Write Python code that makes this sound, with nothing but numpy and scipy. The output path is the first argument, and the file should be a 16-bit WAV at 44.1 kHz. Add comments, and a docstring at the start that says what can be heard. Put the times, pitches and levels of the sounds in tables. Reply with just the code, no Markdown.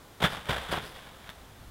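"""A still winter forest hushes, as filtered noise, around a snowy tent whose roof is slapped three times from inside.
Each slap sets off a flurry of crinkles (dense random clicks) and a soft thump (damped swings and low noise);
the cloth snaps taut in damped pops and flaps back, and a faint spray of echoes returns from the trees.
Loose snow and powder then hiss down the roof as running grains, a last clump patters off in short bursts of grains,
and light wind, as low noise, rumbles louder towards the end."""
import sys
import numpy as np
from scipy import signal
from scipy.fft import rfft, irfft, next_fast_len
from scipy.io import wavfile

SR = 44100
rng = np.random.default_rng(int(sys.argv[2]) if len(sys.argv) > 2 else 0)


def inscribe(sig):
    """Save sig as 16-bit PCM at rate SR to the path in sys.argv[1].

    A 1-D sig is mono; a 2-D sig holds one channel per row.
    Samples are clipped to [-1, 1] before scaling.
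    """
    pcm = np.round(np.clip(np.atleast_2d(sig).T, -1, 1) * 32767)
    wavfile.write(sys.argv[1], SR, pcm.astype(np.int16))


N = 74970
TIME = np.arange(N) / SR  # seconds


def from_db(db):
    """Amplitude ratio: 20 dB are a factor of ten."""
    return 10 ** (np.asarray(db) / 20)


def rms_one(x):
    """Normalisation to unit root-mean-square."""
    return x / np.sqrt(np.mean(x ** 2) + 1e-20)


def coloured(x, spectrum):
    """Minimum-phase filtering: the folded cepstrum gives a causal filter of unit power gain."""
    size = next_fast_len(2 * N)
    table_hz, table_db = np.transpose(spectrum)
    bin_hz = np.arange(size // 2 + 1) * SR / size
    # straight lines over log frequency; 1 Hz is added to avoid log(0)
    gain = from_db(np.interp(np.log(bin_hz + 1), np.log(table_hz), table_db))
    cepstrum = irfft(np.log(rms_one(gain)), size)
    # double the causal half and drop the other
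    fold = 1 + np.sign(size // 2 - np.arange(size))
    fold[0] = 1
    response = np.exp(rfft(cepstrum * fold))
    return irfft(rfft(x, size) * response, size)[:N]


def swell(peak_s, rise_s, fall_s, hold_s=0):
    """Energy build-up and decay: Gaussian rise, hold, exponential fall."""
    before_s = np.maximum(peak_s - TIME, 0)
    after_s = np.maximum(TIME - peak_s - hold_s, 0)
    return np.exp(-(before_s / rise_s) ** 2 - after_s / fall_s)


def together(envelopes):
    """Incoherent summation: envelopes of unrelated sounds add in power."""
    return np.sqrt(np.sum(np.square(envelopes), axis=0))


def grains(per_s, spread_db):
    """Shot noise: random clicks of uneven size and either sign, at unit rms."""
    sizes = from_db(spread_db * np.minimum(rng.exponential(1, N), 4))
    signs = rng.choice([-1, 1], N)
    happens = rng.random(N) < per_s / SR
    return rms_one(sizes * signs * happens)


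# Colour of the forest hush: frequency_hz, relative_level_db_per_hz
HUSH_COLOUR = [(20, -11), (60, -1.5), (140, -4.5), (300, -8.5), (800, -10), (1500, -14), (2700, -20.5),
               (3500, -17.5), (4300, -22), (6000, -25), (12000, -27.5), (15500, -28.5)]
HUSH_DB = -52.5


def hush():
    """Stationary broadband noise: the steady hush of the forest."""
    return from_db(HUSH_DB) * coloured(rng.standard_normal(N), HUSH_COLOUR)


# Strength of the wind on the microphone: time_s, level_db
WIND_LEVEL = [(0, -69), (1.0, -59), (1.3, -66), (1.42, -55), (1.62, -51.5), (1.7, -51.5)]
# Colour of the wind: frequency_hz, relative_level_db_per_hz
WIND_SPECTRUM = [(5, -25), (20, -10.5), (45, -4), (110, -10.5), (250, -24), (1000, -83)]


def wind():
    """Turbulence noise: random low-frequency pressure whose level follows the wind."""
    strength = from_db(np.interp(TIME, *np.transpose(WIND_LEVEL)))
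    return strength * coloured(rng.standard_normal(N), WIND_SPECTRUM)


SCATTER_DB, SCATTER_T60_S, SCATTER_LOWPASS_HZ = -18, .7, 5030
SCATTER_ECHOES_PER_S, SCATTER_SPREAD_DB = 900, 3.5


def trunks(x):
    """Multiple scattering: a faint, dull, decaying spray of echoes from the trees."""
    decay = from_db(-60 * TIME / SCATTER_T60_S)
    travelled = TIME > .02  # no echo returns sooner
    echoes = grains(SCATTER_ECHOES_PER_S, SCATTER_SPREAD_DB) * decay * travelled
    wet = signal.fftconvolve(x, echoes / np.linalg.norm(echoes))[:N]
    dull = signal.butter(1, SCATTER_LOWPASS_HZ, fs=SR, output="sos")
    return from_db(SCATTER_DB) * signal.sosfilt(dull, wet)


GRAINS_PER_S, GRAIN_SPREAD_DB = 5000, 4


def running_grains(swells, spectrum):
    """Granular flow: many small impacts of snow on the cloth, run in swells."""
    flow = together([from_db(db) * swell(peak_s, rise_s, fall_s) for peak_s, db, rise_s, fall_s in swells])
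    return coloured(flow * grains(GRAINS_PER_S, GRAIN_SPREAD_DB), spectrum)


# Small lumps of snow drop on the cloth: peak_s, level_db, rise_s, fall_s
LUMP_DROPS = [(0.4565, -34, .0005, 0.0014), (0.963, -44, 0.0024, .005), (1.091, -48, .0005, 0.0015),
              (1.2426, -37.5, .0004, 0.00096), (1.278, -48, 0.017, 0.013), (1.292, -34.5, .0005, 0.0022),
              (1.299, -39, 0.00044, 0.012)]
# Colour of the lumps: frequency_hz, relative_level_db_per_hz
LUMP_COLOUR = [(60, 2), (180, -2), (350, -13.5), (900, -9.5), (1450, -1.5), (2100, -5.5), (2700, -11.5),
               (3500, -5.5), (4500, -18), (7000, -24), (15500, -28)]


def lumps():
    """Fragmentation on impact: each lump bursts into a short crunch of grains."""
    return running_grains(LUMP_DROPS, LUMP_COLOUR)


# Snow slides down the roof, then trickles: peak_s, level_db, rise_s, fall_s
SNOW_SLIDES = [(0.338, -37, 0.052, 0.065), (0.65, -41.5, 0.17, 0.2), (0.97, -49.5, 0.05, 0.33)]
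# Colour of the sliding snow: frequency_hz, relative_level_db_per_hz
SNOW_COLOUR = [(60, 2.5), (160, -3.5), (310, -8.5), (500, 0), (900, 1), (1600, 0), (2600, -6), (3500, 0),
               (4200, -12.5), (6500, -20.5), (10000, -19.5), (15500, -29)]
# Puffs of fine powder spray off with it: peak_s, level_db, rise_s, fall_s
POWDER_PUFFS = [(0.33, -52.5, 0.05, .03), (0.507, -44, 0.0033, 0.015), (0.724, -41, 0.01, 0.015),
                (0.85, -52, 0.033, 0.083)]
# Colour of the powder: frequency_hz, relative_level_db_per_hz
POWDER_COLOUR = [(1500, -20), (3500, 0), (5000, 5.5), (6500, -10.5), (10000, -1.5), (15500, -13)]


def sliding_snow():
    """Granular friction: sliding snow gives the body of the hiss, fine powder its treble."""
    return running_grains(SNOW_SLIDES, SNOW_COLOUR) + running_grains(POWDER_PUFFS, POWDER_COLOUR)


def swing(start_s, peak_db, pitch_hz, q):
    """Damped oscillation: a swing of cloth that builds up and dies, faster at low Q."""
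    phase = 2 * np.pi * pitch_hz * np.maximum(TIME - start_s, 0)
    motion = np.sin(phase) * phase * np.exp(-phase / (2 * q))
    return from_db(peak_db) * motion / np.abs(motion).max()


# The whole roof takes a blow or billows back: start_s, peak_db, pitch_hz, sharpness_q (no unit)
ROOF_SWINGS = [(0.237, -21, 168.4, 2.7), (0.4916, -27, 113, 1.24), (0.540, -38, 62, 2.8),
               (0.7232, -37.5, 112, 1.24), (0.795, -47, 83.3, 3.1)]


def thuds():
    """Membrane resonance: the whole roof swings under the blows."""
    return sum(swing(*row) for row in ROOF_SWINGS)


# Colour of the crinkling fabric: frequency_hz, relative_level_db_per_hz
FABRIC_COLOUR = [(60, -24.5), (160, -2), (240, -11), (320, -11), (420, -1), (700, -1), (900, 0), (1100, -4),
                 (1500, -0.5), (2100, -6), (2650, -9), (3500, -3.5), (4150, -17.5), (6300, -25),
                 (10000, -26), (15500, -33)]
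# Single creases tick in the cloth: time_s, level_db
CREASE_TICKS = [(0.2037, -32), (0.2378, -20), (0.2525, -17.5), (0.2608, -31), (0.2702, -23), (0.3057, -27),
                (0.72, -20), (0.832, -39)]


def ticks():
    """Impulse response: each lone click rings with the colour of the fabric."""
    clicks = np.zeros(N)
    for time_s, db in CREASE_TICKS:
        clicks[int(time_s * SR)] += from_db(db)
    response_peak = np.abs(coloured([1], FABRIC_COLOUR)).max()
    return coloured(clicks, FABRIC_COLOUR) / response_peak


# The cloth snaps taut: start_s, peak_db, pitch_hz
TAUT_SNAPS = [(0.2263, -14, 700), (0.2413, -11, 1250), (0.2443, -26, 810), (0.526, -19.5, 1080),
              (0.7265, -18.5, 510), (0.7413, -15.5, 880), (0.7785, -20, 770)]
SNAP_Q = 0.79


def snaps():
    """Sudden tension: small panels pull taut with a sharp, heavily damped pop."""
    return sum(swing(start_s, db, hz, SNAP_Q) for start_s, db, hz in TAUT_SNAPS)


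# Flurries of the fabric: peak_start_s, crinkle_level_db, rise_s, hold_s, crinkle_fall_s, rumble_level_db
FABRIC_FLURRIES = [(0.204, -35, 0.0017, .003, .006, -41), (0.229, -25, 0.01, 0.0015, 0.0047, -38),
                   (0.238, -22.5, 0.0043, 0.019, 0.0072, -36.5), (0.26, -30, 0.0043, 0.0099, 0.017, -46),
                   (0.369, -37, 0.0017, 0.0022, 0.0065, -44), (0.471, -40.5, 0.0096, 0.0071, 0.007, -50),
                   (0.492, -27.5, 0.0049, 0.015, 0.047, -34.5), (0.566, -32.5, 0.0035, 0.0026, 0.005, -50),
                   (0.584, -33.5, 0.0067, 0.0021, 0.0035, -45), (0.693, -37.5, 0.0053, .004, .012, -37.5),
                   (0.719, -32, 0.01, 0.017, 0.035, -41), (0.77, -34.5, 0.017, 0.0091, 0.021, -40.5),
                   (0.83, -44, 0.014, 0.023, 0.032, -49)]
# Colour of the low flutter: frequency_hz, relative_level_db_per_hz
FLUTTER_COLOUR = [(20, -30), (40, -10), (62, 2.5), (110, -4), (160, -2.5), (280, -11), (700, -36),
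                  (3000, -85)]
FLUTTER_FALL_S = 0.024


def flutter():
    """Volume displacement: the fluttering roof pushes air as low noise with every flurry."""
    push = together([from_db(rumble_db) * swell(peak_s, rise_s, FLUTTER_FALL_S, hold_s)
                     for peak_s, _, rise_s, hold_s, _, rumble_db in FABRIC_FLURRIES])
    return coloured(push * rng.standard_normal(N), FLUTTER_COLOUR)


CRINKLES_PER_S, CRINKLE_SPREAD_DB = 4500, 3.5


def crinkles():
    """Buckling instability: the stiff fabric clicks in dense tiny buckles under each flurry."""
    effort = together([from_db(db) * swell(peak_s, rise_s, fall_s, hold_s)
                       for peak_s, db, rise_s, hold_s, fall_s, _ in FABRIC_FLURRIES])
    return coloured(effort * grains(CRINKLES_PER_S, CRINKLE_SPREAD_DB), FABRIC_COLOUR)


def scene():
    """Superposition: the tent, its echoes from the trees, the wind and the hush add up."""
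    snow = lumps() + sliding_snow()
    cloth = thuds() + ticks() + snaps() + flutter() + crinkles()
    tent = snow + cloth
    return (hush() + wind() + trunks(tent) + tent)[None]


CUTOFF_HZ = 15800


def record(dry):
    """Band limitation: a steep elliptic low-pass cuts the top."""
    lowpass = signal.ellip(12, .1, 80, CUTOFF_HZ, fs=SR, output="sos")  # ripple dB, stopband dB
    return signal.sosfilt(lowpass, dry)


dry = scene()
out = record(dry)
inscribe(out)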